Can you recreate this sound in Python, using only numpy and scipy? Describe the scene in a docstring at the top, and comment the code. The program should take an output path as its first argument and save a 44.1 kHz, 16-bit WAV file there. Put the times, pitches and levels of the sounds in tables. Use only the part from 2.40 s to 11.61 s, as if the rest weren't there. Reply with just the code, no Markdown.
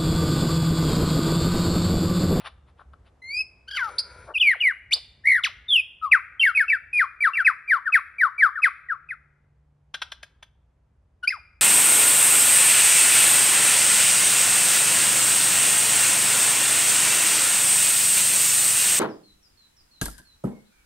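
"""A male lyrebird on a quiet forest floor, a few metres away: falling whip-like whistles, reedy squawks, dry clacks.
Whistles and squawks are gliding partials with rasp; clacks, purr and chucks are noise through resonances.
Ground and trunks scatter every note into a long soft tail, by convolution with echoes and decaying noise.
Swells of noise make feathers and litter rustle; shaped noise gives a low distant rumble and still air, a sine a far hum."""
import sys
import numpy as np
from scipy import signal
from scipy.fft import rfft, irfft, next_fast_len
from scipy.io import wavfile
from scipy.ndimage import uniform_filter1d, map_coordinates

SR = 44100
rng = np.random.default_rng(int(sys.argv[2]) if len(sys.argv) > 2 else 0)


def file_out(sig):
    """Save sig as 16-bit WAV at sys.argv[1]."""
    # one column per channel
    cols = np.atleast_2d(sig).T
    # limit, then scale
    lim = np.clip(cols, -1, 1)
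    pcm = np.round(lim * 32767).astype(np.int16)
    wavfile.write(sys.argv[1], SR, pcm)


N = 406161
TIME = np.arange(N) / SR

# how the throat passes weak upper partials: freq_hz, gain_db
THROAT_GAIN = [(2000, -31.5), (3200, -34), (5000, -37.5), (6200, -46.5), (7500, -45.5), (9500, -30),
               (11500, -35.5), (14000, -51.5)]
# colour of the rasp in the voice: freq_hz, density_db (per Hz, relative)
RASP_SPECTRUM = [(800, -21), (1500, -2), (3000, 0), (5000, 0.5), (7300, -11.5), (10000, -11),
                 (12500, -10.5)]


def from_db(db):
    """Decibels to amplitude ratio."""
    return 10 ** (np.asarray(db) / 20)


def rms_one(x):
    """Scale to unit power."""
    return x / np.sqrt(np.mean(x ** 2) + 1e-20)


def in_time(rows, t=TIME):
    """Each column of a curve, read at times t."""
    time_s, *columns = np.transpose(rows)
    return [np.interp(t, time_s, column) for column in columns]


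def at_hz(points, hz, axis=1):
    """A spectrum column read on a log-frequency axis."""
    points = np.array(points)
    return np.interp(np.log(hz + 1), np.log(points[:, 0]), points[:, axis])


def coloured(spectrum, size=N):
    """Noise with the given spectrum, falling steeply beyond its ends; rms 1."""
    padded = next_fast_len(size)
    hz = np.arange(padded // 2 + 1) * SR / padded
    low_end = 1 + (spectrum[0][0] / (hz + 1)) ** 6
    high_end = 1 + (hz / spectrum[-1][0]) ** 16
    gain = from_db(at_hz(spectrum, hz)) / low_end / high_end
    white = rng.standard_normal(padded)
    return rms_one(irfft(rfft(white) * gain, padded)[:size])


def wander(t, rate_hz):
    """Smooth chance of spread about 1: random knots, rate_hz a second, joined by a cubic spline."""
    steps = (t - t[0]) * rate_hz
    knots = rng.standard_normal(int(steps[-1]) + 2)
    return map_coordinates(knots, [steps], order=3, mode="nearest")


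def resonate(x, modes):
    """Parallel two-pole resonances (freq_hz, width_hz, gain_db) with alternating signs."""
    out = 0
    for k, (hz, width_hz, gain_db) in enumerate(modes):
        radius = np.exp(-np.pi * width_hz / SR)
        poles = [1, -2 * radius * np.cos(2 * np.pi * hz / SR), radius ** 2]
        gain = (-1) ** k * from_db(gain_db) * (1 - radius ** 2) / 2
        out = out + gain * signal.lfilter([1, 0, -1], poles, x + 1e-18)
    return out


def add(track, start_s, sound):
    """Mix a short sound into a track."""
    i = max(int(start_s * SR), 0)
    track[i:i + len(sound)] += sound[:N - i]


def syrinx(note, jitter, shimmer_db, trill=(0, 0, 0), edge_s=.005):
    """Unsteady membrane vibration: times, pitch, phase, amplitude; a trill arches pitch and level together."""
    t = np.arange(note[0][0] - edge_s / 2, note[-1][0] + edge_s, 1 / SR)
    hz, db = in_time(note, t)[:2]
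    trill_hz, pitch_share, trill_db = trill
    arches = 2 * np.abs(np.sin(np.pi * trill_hz * (t - note[0][0]))) - 4 / np.pi   # zero mean
    hz = uniform_filter1d(hz * (1 + pitch_share * arches), size=88)   # 2 ms
    hz = hz * (1 + jitter * wander(t, 500))
    phase = 2 * np.pi * np.cumsum(hz) / SR

    to_edge_s = np.minimum(t - t[0], t[-1] - t)
    gate = np.sin(np.pi / 2 * np.clip(to_edge_s / edge_s, 0, 1)) ** 2
    level_db = db + trill_db * arches + shimmer_db * wander(t, 200)
    height = uniform_filter1d(from_db(level_db), size=88)
    return t, hz, phase, np.sqrt(2) * gate * height


def whip(start_s, length_s, hold_s, top_hz, end_hz, stairs, peak_db, peak_s, swell_db, fade_db,
         sag_oct_per_s=1, stair_s=.021, fall_bend=.36, swell_power=1.3, fade_power=2.1):
    """Whip gesture as (time_s, pitch_hz, level_db): sagging hold, any stairs, easing plunge; swell and fade."""
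    t = np.arange(0, length_s, 1 / 2000)
    falling_s = np.maximum(t - hold_s, 0)
    stair = np.floor(falling_s / stair_s)
    on_stair = (t > hold_s) & (stair < round(stairs))
    falling_s = np.where(on_stair, (stair + .5) * stair_s, falling_s)
    along = falling_s / (length_s - hold_s)
    bent = along + fall_bend * along * (1 - along)   # starts fast; a bend of 0 is an even glide
    held_hz = top_hz * 2 ** (-sag_oct_per_s * np.minimum(t, hold_s))
    hz = held_hz * (end_hz / held_hz) ** bent

    before = np.clip(1 - t / peak_s, 0, 1)
    after = np.clip((t - peak_s) / (length_s - peak_s), 0, 1)
    db = peak_db - swell_db * before ** swell_power - fade_db * after ** fade_power
    return np.column_stack([start_s + t, hz, db])


def whistles(rasp_db=-46, partial_step_db=-2.0, flutter_db=3.5, whip_grain_rad=1):
    """Gliding sines; faint grainy upper partials swell as they cross the throat's resonances."""
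    # held pitch, then plunge: start_s, length_s, hold_s, top_hz, end_hz, stairs (count), peak_db,
    # peak_s (from start), swell_db, fade_db, upper_db (rasp and upper partials)
    whip_notes = [(3.615, 0.076, 0.03344, 1302, 1040, 0, -23, 0.021, 24, 18.5, -3),
                  (3.714, 0.073, 0.0034, 2675, 1022, 0, -11.5, 0.012, 12, 31, 1),
                  (3.997, 0.12, 0.015, 3127, 1254, 2, -14.5, 0.059, 4.5, 22.5, 3),
                  (4.15, 0.1, 0.025, 2543, 1289, 1, -16, 0.043, 7, 21, 1),
                  (4.282, 0.09, 0.019, 2656, 1359, 1, -18.5, 0.042, 3.5, 17, -1.5),
                  (4.531, 0.123, 0.057, 2492, 1043, 0, -14.5, 0.073, 11.5, 21, 1),
                  (4.806, 0.096, 0.025, 2350, 1051, 0, -14.5, 0.055, 13, 24.5, 1),
                  (4.935, 0.092, 0.02, 2720, 1330, 1, -18, 0.069, 13.5, 13.5, 0.5),
                  (5.048, 0.074, 0.014, 2580, 988, 0, -13, 0.023, 12, 29.5, 1),
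                  (5.278, 0.11, 0.021, 2380, 979.7, 0, -14.5, 0.048, 19, 25.5, -0.5),
                  (5.456, 0.052, 0.009, 1825, 1177, 0, -21.5, 0.019, 10.5, 19.5, -4),
                  (5.523, 0.072, 0.014, 2562, 1089, 0, -12, 0.023, 15.5, 25.5, 2),
                  (5.784, 0.104, 0.016, 2353, 974, 0, -14, 0.042, 18, 24, -2.5),
                  (5.981, 0.11, 0.023, 2339, 1068, 0, -13, 0.052, 17.5, 21.5, -1.5),
                  (6.154, 0.051, 0.01, 1823, 1170, 0, -26, 0.02, 8, 14, -6.5),
                  (6.22, 0.071, 0.015, 2559, 1087, 0, -12.5, 0.022, 20.5, 25.5, 3),
                  (6.487, 0.07, 0.006, 1940, 1054, 0, -24, 0.028, 10.5, 26.5, -8),
                  (6.689, 0.059, 0.011, 2530, 1236, 0, -31, 0.025, 7.5, 18.5, -2)]
    # scoop, two long slurs, warbled arch, high trembling fall; a curve a note: time_s, pitch_hz, level_db
    slur_notes = [
        [(1.94, 2910, -41), (1.95, 2730, -26), (1.969, 2430, -20), (1.98, 2670, -22.5), (1.987, 3560, -41)],
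        [(1.996, 3560, -35.5), (2.001, 3410, -25.5), (2.017, 2950, -12.5), (2.036, 2480, -19),
         (2.073, 2290, -16), (2.1, 2090, -14.5), (2.133, 1750, -24.5), (2.15, 900, -47), (2.168, 440, -49)],
        [(2.201, 3560, -46.5), (2.207, 2900, -20), (2.22, 2890, -19), (2.226, 2490, -23), (2.273, 2060, -13.5),
         (2.297, 1820, -24.5), (2.314, 1510, -28), (2.338, 700, -73.5)],
        [(2.838, 1720, -50.5), (2.859, 1980, -20.5), (2.885, 2190, -15.5), (2.932, 2016, -14.5),
         (2.966, 1830, -19.5), (2.998, 1310, -31), (3.01, 990, -53.5)],
        [(3.282, 3660, -38), (3.296, 3570, -25.5), (3.339, 3187, -13), (3.375, 2660, -16.5),
         (3.405, 2472, -22.5), (3.416, 2410, -36)],
    ]
    # a row a slur: upper_db, grain_rad (unsteady upper partials), trill_hz, trill_pitch_share, trill_db
    slur_tone = [(5, .3, 60, .005, .5), (1.5, .2, 95, .018, 2), (-1, .25, 90, .005, .5),
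                 (3, .15, 68, .063, 2), (1.5, .25, 72, .026, 1.2)]
    notes = list(zip(slur_notes, slur_tone))
    for *gesture, upper_db in whip_notes:
        notes.append((whip(*gesture), (upper_db, whip_grain_rad, 0, 0, 0)))

    out = np.zeros(N)
    for note, (upper_db, grain_rad, *trill) in notes:
        t, hz, phase, height = syrinx(note, jitter=.005, shimmer_db=2.31, trill=trill)
        upper = from_db(rasp_db) * coloured(RASP_SPECTRUM, size=len(t))
        for k in range(2, 10):
            partial_db = at_hz(THROAT_GAIN, k * hz) + partial_step_db * (k - 2)
            partial_db = partial_db + flutter_db * wander(t, 120)
            grain = grain_rad * np.sqrt(k - 1) * wander(t, 300)   # high partials are less steady
            audible = k * hz < SR / 2
            upper += from_db(partial_db) * np.sin(k * phase + grain) * audible
        add(out, t[0], height * (np.sin(phase) + from_db(upper_db) * upper))
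    return out


def squawks(top_db=1.5, top_step_db=-1.0, rasp_throb_db=4.0):
    """The membranes clap shut: strong low partials, and rasp that pulses with each cycle."""
    # reedy calls, a curve a note: time_s, pitch_hz, level_db, octave_db (octave partial over fundamental)
    notes = [
        [(0.82, 2033, -47, -11.5), (0.845, 2081, -43.5, -13), (0.885, 2144, -39, -9.5),
         (0.95, 2427, -31.5, -4.5), (1.012, 2608, -25, -7.5), (1.025, 2462, -38, -10)],
        [(1.276, 1486, -47.5, -1.5), (1.315, 1573, -44, 3), (1.361, 1566, -37, 0.5), (1.38, 1341, -42, 1)],
        [(1.35, 1605, -40, -8), (1.365, 1543, -38, 2), (1.378, 1285, -38, 4.5), (1.41, 1003, -42, 5),
         (1.48, 835, -42, -13), (1.503, 767, -50, -12)],
        [(1.583, 3800, -24, -22), (1.587, 4550, -20, -15.5), (1.598, 4664, -23.5, -20), (1.604, 4483, -28, -15)],
        [(2.51, 2119, -29, -26), (2.513, 2180, -30.5, -34), (2.522, 2423, -19.5, -16.5),
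         (2.535, 3925, -15, -12.5), (2.54, 4750, -17.5, -17.5), (2.55, 4743, -27, -27.5)],
        [(3.033, 4184, -52, -31), (3.038, 3467, -24, -35), (3.042, 2899, -17.5, -31), (3.051, 1988, -24, -4.5),
         (3.072, 1216, -35, 2.5), (3.085, 812, -56, 3), (3.1, 520, -61, -12)],
        [(8.828, 1560, -43, -22), (8.833, 1468, -32.5, -12), (8.844, 1428, -27, -12), (8.857, 1560, -35, -11.5),
         (8.87, 1390, -54, -25)],
        [(8.874, 2217, -18.5, -15), (8.878, 2410, -14.5, -11), (8.891, 2512, -16, -6.5),
         (8.895, 2660, -26, -2.5), (8.901, 2290, -55, -12)],
        [(8.903, 1950, -24, -21), (8.911, 2180, -20, -29), (8.92, 2030, -26, -27), (8.925, 1680, -29.5, -30),
         (8.942, 1310, -32, -28), (8.965, 1005, -45, -5), (8.985, 622, -59, -6)],
    ]
    # a row a call: gain_db, third_db (third partial re octave partial), rasp_db, trill_hz,
    # trill_pitch_share, trill_db
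    tones = [(1, -18.5, -54, 0, 0.0044, 0), (0, -6, -15.5, 38, 0.0645, 6.5), (0.5, -15.5, -10, 0, 0, 0),
             (-1, -38, -23, 159, 0.12, 5), (-0.5, -14.5, -21.5, 167.5, 0.07, 2),
             (-1, -7, -17.5, 0, 0.0017, -2.5), (0, -17, -26.5, 0, 0.0017, 0.5),
             (-2.5, -29, -28, 0, 0.0033, 1), (-1.5, -27, -30, 0, 0.0031, 1)]
    # other side of the syrinx, joins the first harsh squawk: time_s, pitch_hz, level_db
    second_voice = [(1.368, 2240, -44), (1.373, 2200, -27), (1.381, 2100, -27), (1.4, 1610, -28.5),
                    (1.427, 1502, -23), (1.435, 1370, -26.5), (1.451, 1350, -30.5), (1.484, 1217, -33.5),
                    (1.495, 1110, -43.5)]

    out = np.zeros(N)
    for note, (gain_db, third_db, rasp_db, *trill) in zip(notes, tones):
        jitter = 0.0029 + 0.028 * from_db(rasp_db)
        t, hz, phase, height = syrinx(note, jitter=jitter, shimmer_db=1.93, trill=trill)
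        octave_db = in_time(note, t)[2]
        overtones = np.sin(2 * phase) + from_db(third_db) * np.sin(3 * phase)
        tone = np.sin(phase) + from_db(octave_db) * overtones
        for k in range(4, 8):
            partial_db = at_hz(THROAT_GAIN, k * hz) + top_db + top_step_db * (k - 4)
            tone += from_db(partial_db) * np.sin(k * phase) * (k * hz < SR / 2)
        pulse = (1 + np.sin(phase)) / 2
        rasp_gain = from_db(rasp_db + rasp_throb_db * wander(t, 230))
        tone += rasp_gain * coloured(RASP_SPECTRUM, size=len(t)) * pulse
        add(out, t[0], from_db(gain_db) * height * tone)

    t, hz, phase, height = syrinx(second_voice, jitter=0.02, shimmer_db=1.5)
    rasp = from_db(-42.5) * coloured(RASP_SPECTRUM, size=len(t))
    add(out, t[0], height * (np.sin(phase) + rasp))
    return out


def clacks(fall_s=0.0055, rise_s=0.0005, crack_db=-9, trim_db=-6.0, lead_s=0.003,
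           from_hz=1150, to_hz=430, slide_s=0.0125, husk_db=-5, gape_spread=0.02):
    """An abrupt burst of turbulence rings the throat and bill, amid a soft husky downward slide."""
    # start_s, level_db (before trim_db), length_s, slide_db (soft falling tone)
    strokes = [(7.5407, -24, 0.016, -45), (7.6166, -21.5, 0.014, -57), (7.7173, -28.5, 0.012, -56),
               (7.829, -30.5, 0.0071, -53), (8.026, -36.5, 0.0078, -55)]
    # resonances before gape scaling: freq_hz, width_hz, gain_db
    modes = [(972, 930, -9), (1576, 67, 10.5), (2453, 167, -13), (3410, 208, 5.5), (4050, 230, -2),
             (5080, 150, -5), (5770, 250, -8.5), (10760, 860, -32)]

    out = np.zeros(N)
    t = np.arange(SR // 10) / SR
    for start_s, level_db, length_s, slide_db in strokes:
        decay = np.exp(-np.maximum(t - length_s / 2, 0) / fall_s)
        burst = rng.standard_normal(len(t)) * decay * (1 - np.exp(-t / rise_s))
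        gape = 1 + gape_spread * np.clip(rng.standard_normal(), -2, 2)   # bill opening varies
        gaped = [(hz * gape, width_hz, gain_db) for hz, width_hz, gain_db in modes]
        ring = rms_one(resonate(burst, gaped))
        dry_crack = rms_one(resonate(burst, [(1930, 1460, 0)]))
        crack = from_db(crack_db) * strokes[0][2] / length_s   # shorter clacks are drier, ring less
        clack = (ring + crack * dry_crack) / np.hypot(1, crack)
        add(out, start_s, from_db(level_db + trim_db) * np.sqrt(length_s / t[-1]) * clack)

        along = np.minimum(t / slide_s, 1)
        slide_hz = from_hz * (to_hz / from_hz) ** along
        slide = np.sin(2 * np.pi * np.cumsum(slide_hz) / SR)
        slide = slide + from_db(husk_db) * coloured(RASP_SPECTRUM, size=len(t))
        add(out, start_s - lead_s, from_db(slide_db) * np.sin(np.pi * along) * slide)
    return out


def murmurs(throb_db=1.0):
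    """Quiet husky purr and short low chucks between the loud calls: noise through resonances."""
    # purr level: time_s, level_db
    purr_level = [(1.44, -62.5), (1.50, -46), (1.60, -53), (1.72, -49.5), (1.84, -50.5), (1.87, -51),
                  (1.93, -65.5)]
    # purr resonances: freq_hz, width_hz, gain_db
    purr_modes = [(500, 140, -6.5), (985, 37, -5.5), (1397, 59, 1), (2322, 190, -11.5), (3650, 1400, -26),
                  (9900, 300, -22)]
    # peak_s, level_db, sigma_s (Gaussian swell), centre_hz
    chucks = [(0.397, -47, 0.0024, 1120), (0.414, -49.5, 0.0064, 1060), (0.54, -50, 0.0035, 1180),
              (1.902, -41, 0.017, 524), (1.912, -40.5, 0.0059, 990), (2.57, -49, .011, 500)]

    purr = rms_one(resonate(rng.standard_normal(N), purr_modes))
    out = from_db(in_time(purr_level)[0] + throb_db * wander(TIME, 140)) * purr
    out *= (TIME > purr_level[0][0]) & (TIME < purr_level[-1][0])
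    t = np.arange(-SR // 20, SR // 20) / SR
    for peak_s, level_db, sigma_s, centre_hz in chucks:
        noise = coloured([(350, 0.012), (1700, 0.012)], size=len(t))
        husk = rms_one(resonate(noise, [(centre_hz, 700, 0)]))
        add(out, peak_s + t[0], from_db(level_db) * np.exp(-.5 * (t / sigma_s) ** 2) * husk)
    return out


def swishes(grain_db=0.5):
    """Feathers and dry leaves brush past each other in grainy swells of noise."""
    # peak_s, level_db, sigma_s (Gaussian swell)
    strokes = [(0.0, -49.5, 0.023), (0.067, -36, 0.012), (0.291, -64.5, 0.014), (0.404, -62.5, 0.018),
               (0.536, -59.5, 0.0034), (0.672, -61.5, 0.013)]
    # freq_hz, density_db (per Hz, relative)
    spectrum = [(300, -13), (550, 3), (1200, 9.5), (1700, 3), (3600, 1), (5700, -17), (7500, -35),
                (9700, -10), (12000, -39)]
    swell = np.zeros(N)
    for peak_s, level_db, sigma_s in strokes:
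        squared = np.minimum(((TIME - peak_s) / sigma_s) ** 2, 100)
        swell += from_db(level_db) * np.exp(-.5 * squared)
    return swell * from_db(grain_db * wander(TIME, 500)) * coloured(spectrum)


def echoes(t, per_s, fade_s):
    """Sparse random-sign reflections after 1 ms, two channels, unit energy each."""
    shape = (2, len(t))
    hits = rng.random(shape) < per_s / SR
    taps = rng.choice([-1, 1], shape) * hits * np.exp(-t / fade_s) * (t > .001)
    return taps / np.sqrt(np.sum(taps ** 2, axis=1, keepdims=True) + 1e-12)


def diffuse_tail(t, build_s):
    """Far trunks return a long tail: bands of noise, each with its own decay."""
    # freq_hz, level_db (relative), t60_s
    decay = [(300, -3, .6), (1000, 0.5, 1), (2000, -6.5, 1), (3220, -4.5, 0.77), (5000, 15, 0.19),
             (8000, 5, 0.17), (12000, -3.5, 0.29)]
    edges_hz = np.geomspace(200, 14000, 11)
    tail = 0
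    for low_hz, high_hz in zip(edges_hz, edges_hz[1:]):
        hz = np.sqrt(low_hz * high_hz)
        bandpass = signal.butter(2, [low_hz, high_hz], "band", fs=SR, output="sos")
        band = signal.sosfilt(bandpass, rng.standard_normal((2, len(t))))
        fade = np.exp(-np.log(1000) * t / at_hz(decay, hz, axis=2))
        tail = tail + band * from_db(at_hz(decay, hz)) * fade
    return tail * (1 - np.exp(-t / build_s)) * np.sqrt(2 * np.log(1000) / SR)


def forest(x, ground_db=-15, ground_s=0.025, near_db=-21, near_s=0.073,
           treble_db=-3, treble_hz=5500, treble_s=0.0062, tail_db=-21, build_s=0.0035, apart=0.34):
    """Ferns and ground scatter quick echoes, most of all in the treble; the trunks' tail dulls as it dies."""
    t = np.arange(SR * 3 // 2) / SR
    highpass = signal.butter(4, treble_hz, "high", fs=SR, output="sos")
    leaves = from_db(treble_db) * signal.sosfilt(highpass, echoes(t, 900, treble_s))
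    ground = from_db(ground_db) * echoes(t, 900, ground_s)   # beats against each glide and ripples it
    near = from_db(near_db) * echoes(t, 2000, near_s)
    tail = from_db(tail_db) * diffuse_tail(t, build_s)
    mid, side = ground + near + leaves + tail
    response = np.array([mid + apart * side, mid - apart * side])
    return x + signal.fftconvolve(x[None], response, axes=1)[:, :N]


def ports(x):
    """Give each frequency its level and phase difference between the two microphone ports."""
    # freq_hz, left_minus_right_db, left_lead_rad
    differences = [(250, 1, .01), (549.6, 2, 0.17), (920, 4.5, 0.15), (1350, 6, .1), (1570, 3.5, 0.2),
                   (2220, 0.5, 0.11), (3344, 0.15, 0.094), (5830, 0, 0.23), (6700, 0.5, 3.4),
                   (8160, -0.35, 3.5), (9830, 0.7, 5.6), (10200, -0.5, 5.5), (11400, -0.66, 7.3)]
    size = next_fast_len(N + SR // 10)
    hz = np.arange(size // 2 + 1) * SR / size
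    lead_rad = at_hz(differences, hz, axis=2)
    half = from_db(at_hz(differences, hz) / 2) * np.exp(1j * lead_rad / 2)
    return irfft(rfft(x, size) * np.array([half, 1 / half]), size)[:, :N]


def distant_rumble(rumble_db=2.0, heave_db=1.5):
    """Low noise, alike in both ears, heaving slowly."""
    # freq_hz, density_db (per Hz, relative)
    spectrum = [(12, -56), (20, -17), (46, -5.5), (64, 5.5), (108, -6), (146, -10), (179, -16),
                (260, -22.5), (340, -51), (570, -120)]
    # time_s, level_db (before rumble_db)
    level = [(0, -56.5), (1.1, -61.5), (1.85, -56), (2.2, -68), (2.8, -59.5), (3.6, -63.5), (5.1, -66),
             (6.3, -70), (6.6, -64.5), (9.2, -63.5)]
    level_db = in_time(level)[0] + rumble_db + heave_db * wander(TIME, 7.3)
    return from_db(level_db) * coloured(spectrum)


def forest_air(air_side=.5):
    """Faint air in the leaves: a noise common to both ears and another of opposite sign in each."""
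    # freq_hz, density_db (per Hz, relative)
    spectrum = [(150, -7), (230, -2), (500, -2.5), (1000, -7.5), (2000, -17), (4000, -27), (8000, -30.5),
                (12500, -37)]
    # time_s, level_db (common part)
    level = [(0, -69.5), (.7, -67.5), (1.8, -68.5), (2.3, -71), (4, -72.5), (6, -75), (7.2, -77),
             (8.3, -76.5), (9.2, -76)]
    side = air_side * coloured(spectrum) * np.array([[1], [-1]])
    return from_db(in_time(level)[0]) * (coloured(spectrum) + side)


def far_hum():
    """A sine that wanders in pitch and level."""
    # time_s, pitch_hz, level_db
    course = [(6.1, 142, -93), (6.45, 144.6, -70), (7.4, 145, -65), (7.9, 147.4, -78), (9.2, 152, -77.5)]
    hz, db = in_time(course)
    phase = 2 * np.pi * np.cumsum(hz + 2.0 * wander(TIME, 13.0)) / SR
    return from_db(db + 1.5 * wander(TIME, 4.1)) * np.sqrt(2) * np.sin(phase)


def scene(song_low_hz=520):
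    """The bird in the forest; the song is high-passed, keeping low thumps out of its unsteady pitch."""
    highpass = signal.butter(4, song_low_hz, "high", fs=SR, output="sos")
    song = signal.sosfilt(highpass, whistles() + squawks())
    floor = song + clacks() + murmurs() + swishes()
    return ports(forest(floor)) + distant_rumble() + forest_air() + far_hum()


def record(dry, edge_hz=12100):
    """The top is cut steeply by an elliptic low-pass."""
    lowpass = signal.ellip(10, .2, 70, edge_hz, fs=SR, output="sos")   # ripple dB, stopband dB
    return signal.sosfilt(lowpass, dry)


dry = scene()
out = record(dry)
file_out(out)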